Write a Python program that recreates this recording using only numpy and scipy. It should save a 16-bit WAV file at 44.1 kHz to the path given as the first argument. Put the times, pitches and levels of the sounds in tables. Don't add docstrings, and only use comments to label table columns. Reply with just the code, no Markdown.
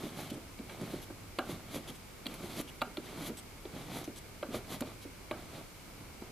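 import sys
import numpy as np
from scipy import signal
from scipy.fft import rfft, irfft, next_fast_len
from scipy.io import wavfile
from scipy.ndimage import uniform_filter1d

SR = 44100
rng = np.random.default_rng(int(sys.argv[2]) if len(sys.argv) > 2 else 0)


def transcribe(u):
    v = np.clip(np.atleast_2d(u).T, -1, 1)
    q = np.round(v * 32767).astype(np.int16)
    wavfile.write(sys.argv[1], SR, q)


N = 278271
T = np.arange(N) / SR


def undb(db):
    return 10 ** (np.asarray(db) / 20)


def unit(x):
    return x / np.sqrt(np.mean(x ** 2))


def blow(x, db):
    return x * undb(db) / np.sqrt(np.sum(x ** 2) / (SR / 100))


def colour(x, points):
    hz, db = np.transpose(points)
    size = next_fast_len(len(x))
    bin_hz = np.maximum(np.fft.rfftfreq(size, 1 / SR), 1)
    gain = undb(np.interp(np.log(bin_hz), np.log(hz), db))
    return irfft(rfft(x, size) * gain, size)[:len(x)]


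def add(track, s, x):
    i = max(int(s * SR), 0)
    track[i:i + len(x)] += x[:N - i]


def walk(per_s):
    hold = int(SR / per_s)
    steps = np.repeat(rng.standard_normal(N // hold + 1), hold)
    return 1.3 * uniform_filter1d(uniform_filter1d(steps, hold), hold)[:N]


def bump(hz, centre_hz, octaves):
    return 1 / (1 + (np.log2(hz / centre_hz) / octaves) ** 2)


def resonate(x, hz, width_hz):
    peak = signal.iirpeak(hz, hz / width_hz, fs=SR)
    return unit(signal.lfilter(*peak, signal.lfilter(*peak, x)))


def grains(per_s, spread_db):
    clicks = (rng.random(N) < per_s / SR) * rng.choice([-1, 1], N)
    return unit(clicks * undb(spread_db * np.minimum(rng.exponential(size=N), 4)))


def contact(s, swell_s, ease_s, shape=1.58):
    return np.exp(-np.maximum((s - T) / swell_s, (T - s) / ease_s) ** shape)


def rubbing(wood_gain_db=2.0, hiss_gain_db=-1, sheen_db=-51, firm_db=-47, wood_stretch=1.03, lag_s=0.0044):
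    # time of firmest contact, swell and ease of the hiss,
    # all in seconds, then relative levels of wood and hiss in dB.
    slides = [(.035, 0.13, 0.08, -49.5, -52.5), (.19, 0.041, 0.097, -44.5, -49.5),
              (.345, .02, 0.047, -53, -72), (.715, 0.039, .06, -49.5, -56), (.83, 0.045, .07, -50.5, -59),
              (.935, 0.078, 0.083, -50.5, -52.5), (1.505, .045, 0.054, -45.5, -49.5),
              (1.61, .04, 0.04, -56, -73), (1.755, 0.05, 0.032, -44, -46.5), (1.89, 0.059, 0.04, -52, -58),
              (2.33, 0.056, .04, -51.5, -55.5), (2.445, 0.064, 0.06, -48, -52),
              (2.597, 0.071, 0.022, -44.5, -46), (3.065, 0.04, 0.08, -52.5, -55.5),
              (3.22, 0.062, 0.067, -44.5, -50), (3.271, 0.027, 0.02, -49, -48.5),
              (3.775, 0.05, 0.088, -48.5, -54.5), (3.975, 0.066, 0.057, -43.5, -47.5),
              (4.556, 0.034, 0.031, -42, -47), (4.728, 0.043, 0.037, -41.5, -45.5),
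              (4.87, 0.02, 0.078, -51, -57.5), (5.39, 0.052, 0.084, -54, -60),
              (5.57, 0.053, 0.056, -48, -55.5)]
    # frequency in Hz, gain in dB.
    wood_spectrum = [(60, -22), (130, 5), (260, 3.5), (350, 3.5), (470, -5), (670, -1.5), (1000, -9.5),
                     (1250, -7.5), (1800, -18.5), (2300, -15), (3500, -34), (8000, -55)]
    hiss_spectrum = [(1000, -24), (2000, 4), (2700, 1), (3300, 6), (4300, 3.5), (5100, -4.5), (6200, -4.5),
                     (7300, -7), (9200, -5.5), (10300, -12), (11500, -4), (14500, -29)]
    sheen_spectrum = [(3000, -40), (6000, 3), (9500, -3), (10350, 9.5), (11300, -1), (12800, 8),
                      (14500, -6)]
    wood_force, hiss_force = np.zeros((2, N))
    for s, swell_s, ease_s, wood_db, hiss_db in slides:
        wood_force += undb(wood_db) * contact(s, wood_stretch * swell_s, wood_stretch * ease_s)
        hiss_force += undb(hiss_db) * contact(s, swell_s, ease_s)
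    pressure = walk(70)
    coarse = unit(colour(grains(per_s=1200, spread_db=3) * undb(0.72 * pressure), wood_spectrum))
    fine = unit(colour(grains(per_s=7000, spread_db=1.5) * undb(1.2 * pressure), hiss_spectrum))
    sheen = unit(colour(grains(per_s=4400, spread_db=2.0) * undb(0.8 * pressure), sheen_spectrum))
    grip = np.interp(T - lag_s, T, hiss_force) / undb(firm_db)
    wood = undb(wood_gain_db) * wood_force * coarse
    hiss = undb(hiss_gain_db) * hiss_force * fine
    return wood + hiss + undb(sheen_db) * grip ** 1.6 * sheen


def air(rumble_db=-53.0, hiss_db=-57.5, hum_db=-65, hum_hz=100):
    # frequency in Hz, gain in dB.
    rumble_spectrum = [(12, -37), (26, -5), (45, -8.5), (102, -11.5), (202, -13.5), (306, -15.5),
                       (424, -17.5), (597, -21.5), (972, -23), (1500, -30), (2500, -58)]
    hiss_spectrum = [(700, -41), (1200, 2), (1550, 0.5), (1850, -1), (2200, 0), (2800, -0.5), (3600, -4),
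                     (4700, -3), (6000, -5.5), (10000, -7), (14500, -8)]
    side_spectrum = [(30, -12.5), (200, -7), (1000, -3.5), (2300, -2), (4500, -0.5), (12000, 0)]
    def noise():
        rumble = unit(colour(rng.standard_normal(N), rumble_spectrum)) * undb(rumble_db + 0.76 * walk(10))
        hiss = unit(colour(rng.standard_normal(N), hiss_spectrum)) * undb(hiss_db + 0.16 * walk(2.8))
        return rumble + hiss
    hum = unit(np.sin(2 * np.pi * hum_hz * T)) * undb(hum_db + 2.8 * walk(2.56))
    mid = noise() + hum
    side = colour(noise(), side_spectrum)
    return np.array([mid + side, mid - side])


def whirr(hz=2220, width_hz=380, db=-66, waver_db=1.0):
    return resonate(rng.standard_normal(N), hz, width_hz) * undb(db - waver_db * walk(10))


def ring(modes, centre_hz, octaves, rise_s, scatter_db, detune):
    hz, db, t60 = np.transpose(modes)[:, :, None]
    t = T[:SR // 4]
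    share, shift, phase = rng.standard_normal((3, len(modes), 1))
    gain = undb(db + scatter_db * share) * bump(hz, centre_hz, octaves)
    waves = np.sin(2 * np.pi * (hz * (1 + detune * shift) * t + phase))
    decay = np.exp(-np.log(1000) * t / t60)
    return np.sum(gain * waves * decay, axis=0) * (1 - np.exp(-(t / rise_s) ** 2))


def knocks(hard_db=-35, bounce_s=0.003, bounce_hz=1090, loose_db=7.5):
    # start in seconds, wheel level in dB, wheel centre in Hz,
    # tooth level in dB, tooth centre in Hz, chatter in dB relative to the wheel.
    impacts = [(.033, -52, 450, -65, 3300, -12), (.588, -54, 600, -56, 3440, -12),
               (.6943, -52.5, 1600, -49.5, 2280, -12), (1.1, -49, 754, -68, 2400, -18),
               (1.3859, -30, 470, -38.5, 2920, -13.5), (2.257, -49, 750, -46, 3700, -14),
               (2.2655, -47.5, 850, -38, 4000, -12), (2.8095, -60, 900, -52, 3940, -14),
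               (2.816, -31, 780, -38, 2800, -23), (2.970, -43, 740, -43, 4000, -10),
               (3.653, -50, 660, -54, 3450, -12), (4.075, -48, 570, -58, 2200, -13),
               (4.427, -33.5, 560, -49, 2500, -12.5), (4.543, -36.5, 624, -49, 2420, -17),
               (4.821, -38.5, 690, -48.5, 3360, -15), (5.310, -33.5, 537, -44.5, 2500, -10),
               (6.22, -45, 594, -63, 3300, -10)]
    # frequency in Hz, relative level in dB, time to decay by 60 dB in seconds.
    wheel_modes = [(253.6, 0.5, 0.095), (338, 4.5, 0.04), (448, -6, 0.022), (590, 6, 0.036),
                   (675, -6.5, 0.044), (766, -9, 0.092), (910, 1, 0.026), (1110, 2, 0.023),
                   (1207, 4.5, 0.027), (1373, -0.5, 0.039), (1574, -22.5, 0.014), (1598, -6, 0.06),
                   (2220, 11, 0.014), (2340, -24, .02)]
    tooth_modes = [(1894, 6, 0.017), (2060, 2.5, 0.015), (2314, 1, 0.041), (2500, 6, 0.013),
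                   (2800, -3.5, 0.046), (3110, 3, 0.013), (3290, 6.5, 0.016), (3610, 4.5, 0.015),
                   (4000, 3.5, 0.026), (4410, 5, 0.017)]
    out = np.zeros(N)
    def strike(s, wheel_db, wheel_hz, tooth_db, tooth_hz, chatter_db):
        wheel = ring(wheel_modes, wheel_hz, octaves=0.73, rise_s=0.0023, scatter_db=3.5, detune=0.012)
        tooth = ring(tooth_modes, tooth_hz, octaves=0.66, rise_s=0.0011, scatter_db=3.0, detune=0.017)
        add(out, s, blow(wheel, wheel_db) + blow(tooth, tooth_db))
        add(out, s, blow(chatter(wheel_hz), wheel_db + chatter_db))
    for s, wheel_db, wheel_hz, tooth_db, tooth_hz, chatter_db in impacts:
        strike(s, wheel_db, wheel_hz, tooth_db, tooth_hz, chatter_db)
        if wheel_db > hard_db:
            bounce_db = wheel_db + min(-11 + 2 * (wheel_db - hard_db), -2)
            strike(s + bounce_s, bounce_db, bounce_hz, tooth_db - 4, tooth_hz, chatter_db + loose_db)
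    return out


def chatter(centre_hz, octaves=2.4, rise_s=0.0071, fall_s=0.041):
    # frequency in Hz, gain in dB.
    rattle_spectrum = [(150, -13), (260, 7), (480, 0), (780, -2), (1000, -11), (1300, -4.5), (1600, -4.5),
                       (1850, -29), (3000, -16), (6000, -38)]
    t = T[:SR // 4]
    weighted = [(hz, db + 20 * np.log10(bump(hz, centre_hz, octaves))) for hz, db in rattle_spectrum]
    envelope = (1 - np.exp(-t / rise_s)) * np.exp(-t / fall_s)
    return colour(rng.standard_normal(len(t)), weighted) * envelope


def thuds(push_s=0.004, rise_s=0.0017, fall_s=0.023, gain_db=-6):
    # start in seconds, relative level in dB, pitch in Hz.
    drops = [(0.034, -28, 239), (0.314, -33.5, 227), (0.357, -36.5, 230), (0.592, -36.5, 221),
             (0.812, -32, 168), (0.829, -34, 157), (0.935, -30.5, 351), (1.101, -40.5, 344),
             (1.387, -44, 314), (1.49, -33.5, 293), (1.526, -40, 143), (1.744, -36, 150), (1.756, -31, 285),
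             (1.899, -40.5, 148), (2.26, -36, 256), (2.436, -35, 200), (2.593, -36, 310), (2.864, -40, 232),
             (2.977, -33, 360), (3.296, -31.5, 262), (3.65, -39, 377), (3.731, -36, 137), (3.758, -40, 244),
             (4.074, -33, 356), (4.484, -36.5, 237), (4.54, -31, 281), (4.552, -34, 130),
             (4.809, -30.5, 256), (5.051, -38.5, 260), (6.005, -46.5, 298), (6.218, -41.5, 252)]
    # frequency in Hz, gain in dB.
    frame_spectrum = [(70, -19), (140, -7), (240, 3), (350, 1), (470, -5.5), (620, -6.5), (900, -32),
                      (2000, -32), (6000, -51)]
    out, t = np.zeros(N), T[:SR // 6]
    push = np.exp(-(t / push_s - 2) ** 2 / 2) * (1 - np.exp(-2 * t / push_s))
    frame_envelope = (1 - np.exp(-(t / rise_s) ** 2)) * np.exp(-t / fall_s)
    for s, db, hz in drops:
        swing = np.sin(2 * np.pi * (hz * t + rng.random())) * push
        shudder = colour(rng.standard_normal(len(t)), frame_spectrum) * frame_envelope
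        add(out, s, blow(swing, db + gain_db) + blow(shudder, db + gain_db))
    return out


def scuffs(edge_s=0.006, width_hz=620):
    # start and length in seconds, level in dB, squeak pitch in Hz,
    # squeak level in dB relative to the rasp.
    partings = [(0.253, 0.079, -62, 3250, 10), (0.299, 0.015, -47.5, 2970, -2),
                (0.328, 0.022, -56, 8300, -2), (1.017, 0.028, -52.5, 11400, -4),
                (1.875, 0.032, -49, 3300, -2), (1.945, 0.023, -58.5, 8250, -4),
                (2.676, 0.027, -51.5, 2930, 3), (3.37, 0.031, -48, 8200, -4),
                (4.039, 0.019, -51, 6200, -10), (4.159, 0.032, -52, 8100, -7), (5.015, .030, -56, 3920, -6)]
    # frequency in Hz, gain in dB.
    rasp_spectrum = [(300, 1.5), (2400, -9), (3050, 3), (3800, 1), (5000, -4.5), (6200, -2.5), (7400, -7),
                     (9100, -7), (10400, -2), (12000, -4.5), (14500, -17.5)]
    out, t = np.zeros(N), T[:SR // 10]
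    slips = grains(per_s=4000, spread_db=0.5) * undb(1.5 * walk(180))
    for s, length_s, db, hz, squeak_db in partings:
        rasp = unit(colour(slips[int(s * SR):][:len(t)], rasp_spectrum))
        squeak = undb(squeak_db) * resonate(rng.standard_normal(len(t)), hz, width_hz)
        envelope = np.clip(np.minimum(t, length_s + edge_s - t) / edge_s, 0, 1)
        add(out, s - edge_s / 2, undb(db) * envelope * unit(rasp + squeak))
    return out


def snaps(rise_s=0.0001, fall_s=0.0035):
    # start in seconds, level in dB.
    releases = [(0.303, -51), (0.814, -49), (1.387, -43), (2.2661, -42), (2.340, -46), (2.611, -40.5),
                (2.818, -41), (2.971, -50), (4.807, -35.5), (5.311, -52.5)]
    # frequency in Hz, gain in dB.
    tick_spectrum = [(1000, 4), (3000, 2), (5500, -6.5), (7200, 1.5), (9000, -4), (10600, 4.5), (12500, -8),
                     (14500, 7.5)]
    out, t = np.zeros(N), T[:SR // 30]
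    envelope = (1 - np.exp(-t / rise_s)) * np.exp(-t / fall_s)
    for s, db in releases:
        tick = colour(rng.standard_normal(len(t)), tick_spectrum) * envelope
        add(out, s, blow(tick, db))
    return out


def echoes(x, t60_s, delay_s, corner_hz):
    t = T[:SR // 2]
    tail = rng.standard_normal(len(t)) * np.exp(-np.log(1000) * t / t60_s) * (t > delay_s)
    lowpass = signal.butter(1, corner_hz, fs=SR, output="sos")
    response = signal.sosfilt(lowpass, tail / np.sqrt(np.sum(tail ** 2)))
    return signal.fftconvolve(x, response)[:N]


def room(x, wet_db=-12):
    # frequency in Hz, gain in dB.
    side_spectrum = [(100, -26), (500, -26), (1500, -20), (3500, -18), (7000, -5), (13000, -2)]
    mid = x + undb(wet_db) * echoes(x, t60_s=0.31, delay_s=0.012, corner_hz=2080)
    side = colour(echoes(mid, t60_s=0.016, delay_s=0.00088, corner_hz=18000), side_spectrum)
    return np.array([mid + side, mid - side])


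def scene():
    gears = knocks() + thuds() + rubbing() + scuffs() + snaps()
    return room(gears) + air() + whirr()


def record(dry, top_hz=14350):
    # frequency in Hz, left minus right in dB.
    balance = [(100, -1), (1200, -1.1), (4000, -.2), (9000, 1.1)]
    left = colour(dry[0], [(hz, db / 2) for hz, db in balance])
    right = colour(dry[1], [(hz, -db / 2) for hz, db in balance])
    lowpass = signal.ellip(12, 0.1, 70, top_hz, fs=SR, output="sos")
    return signal.sosfilt(lowpass, [left, right])


dry = scene()
out = record(dry)
transcribe(out)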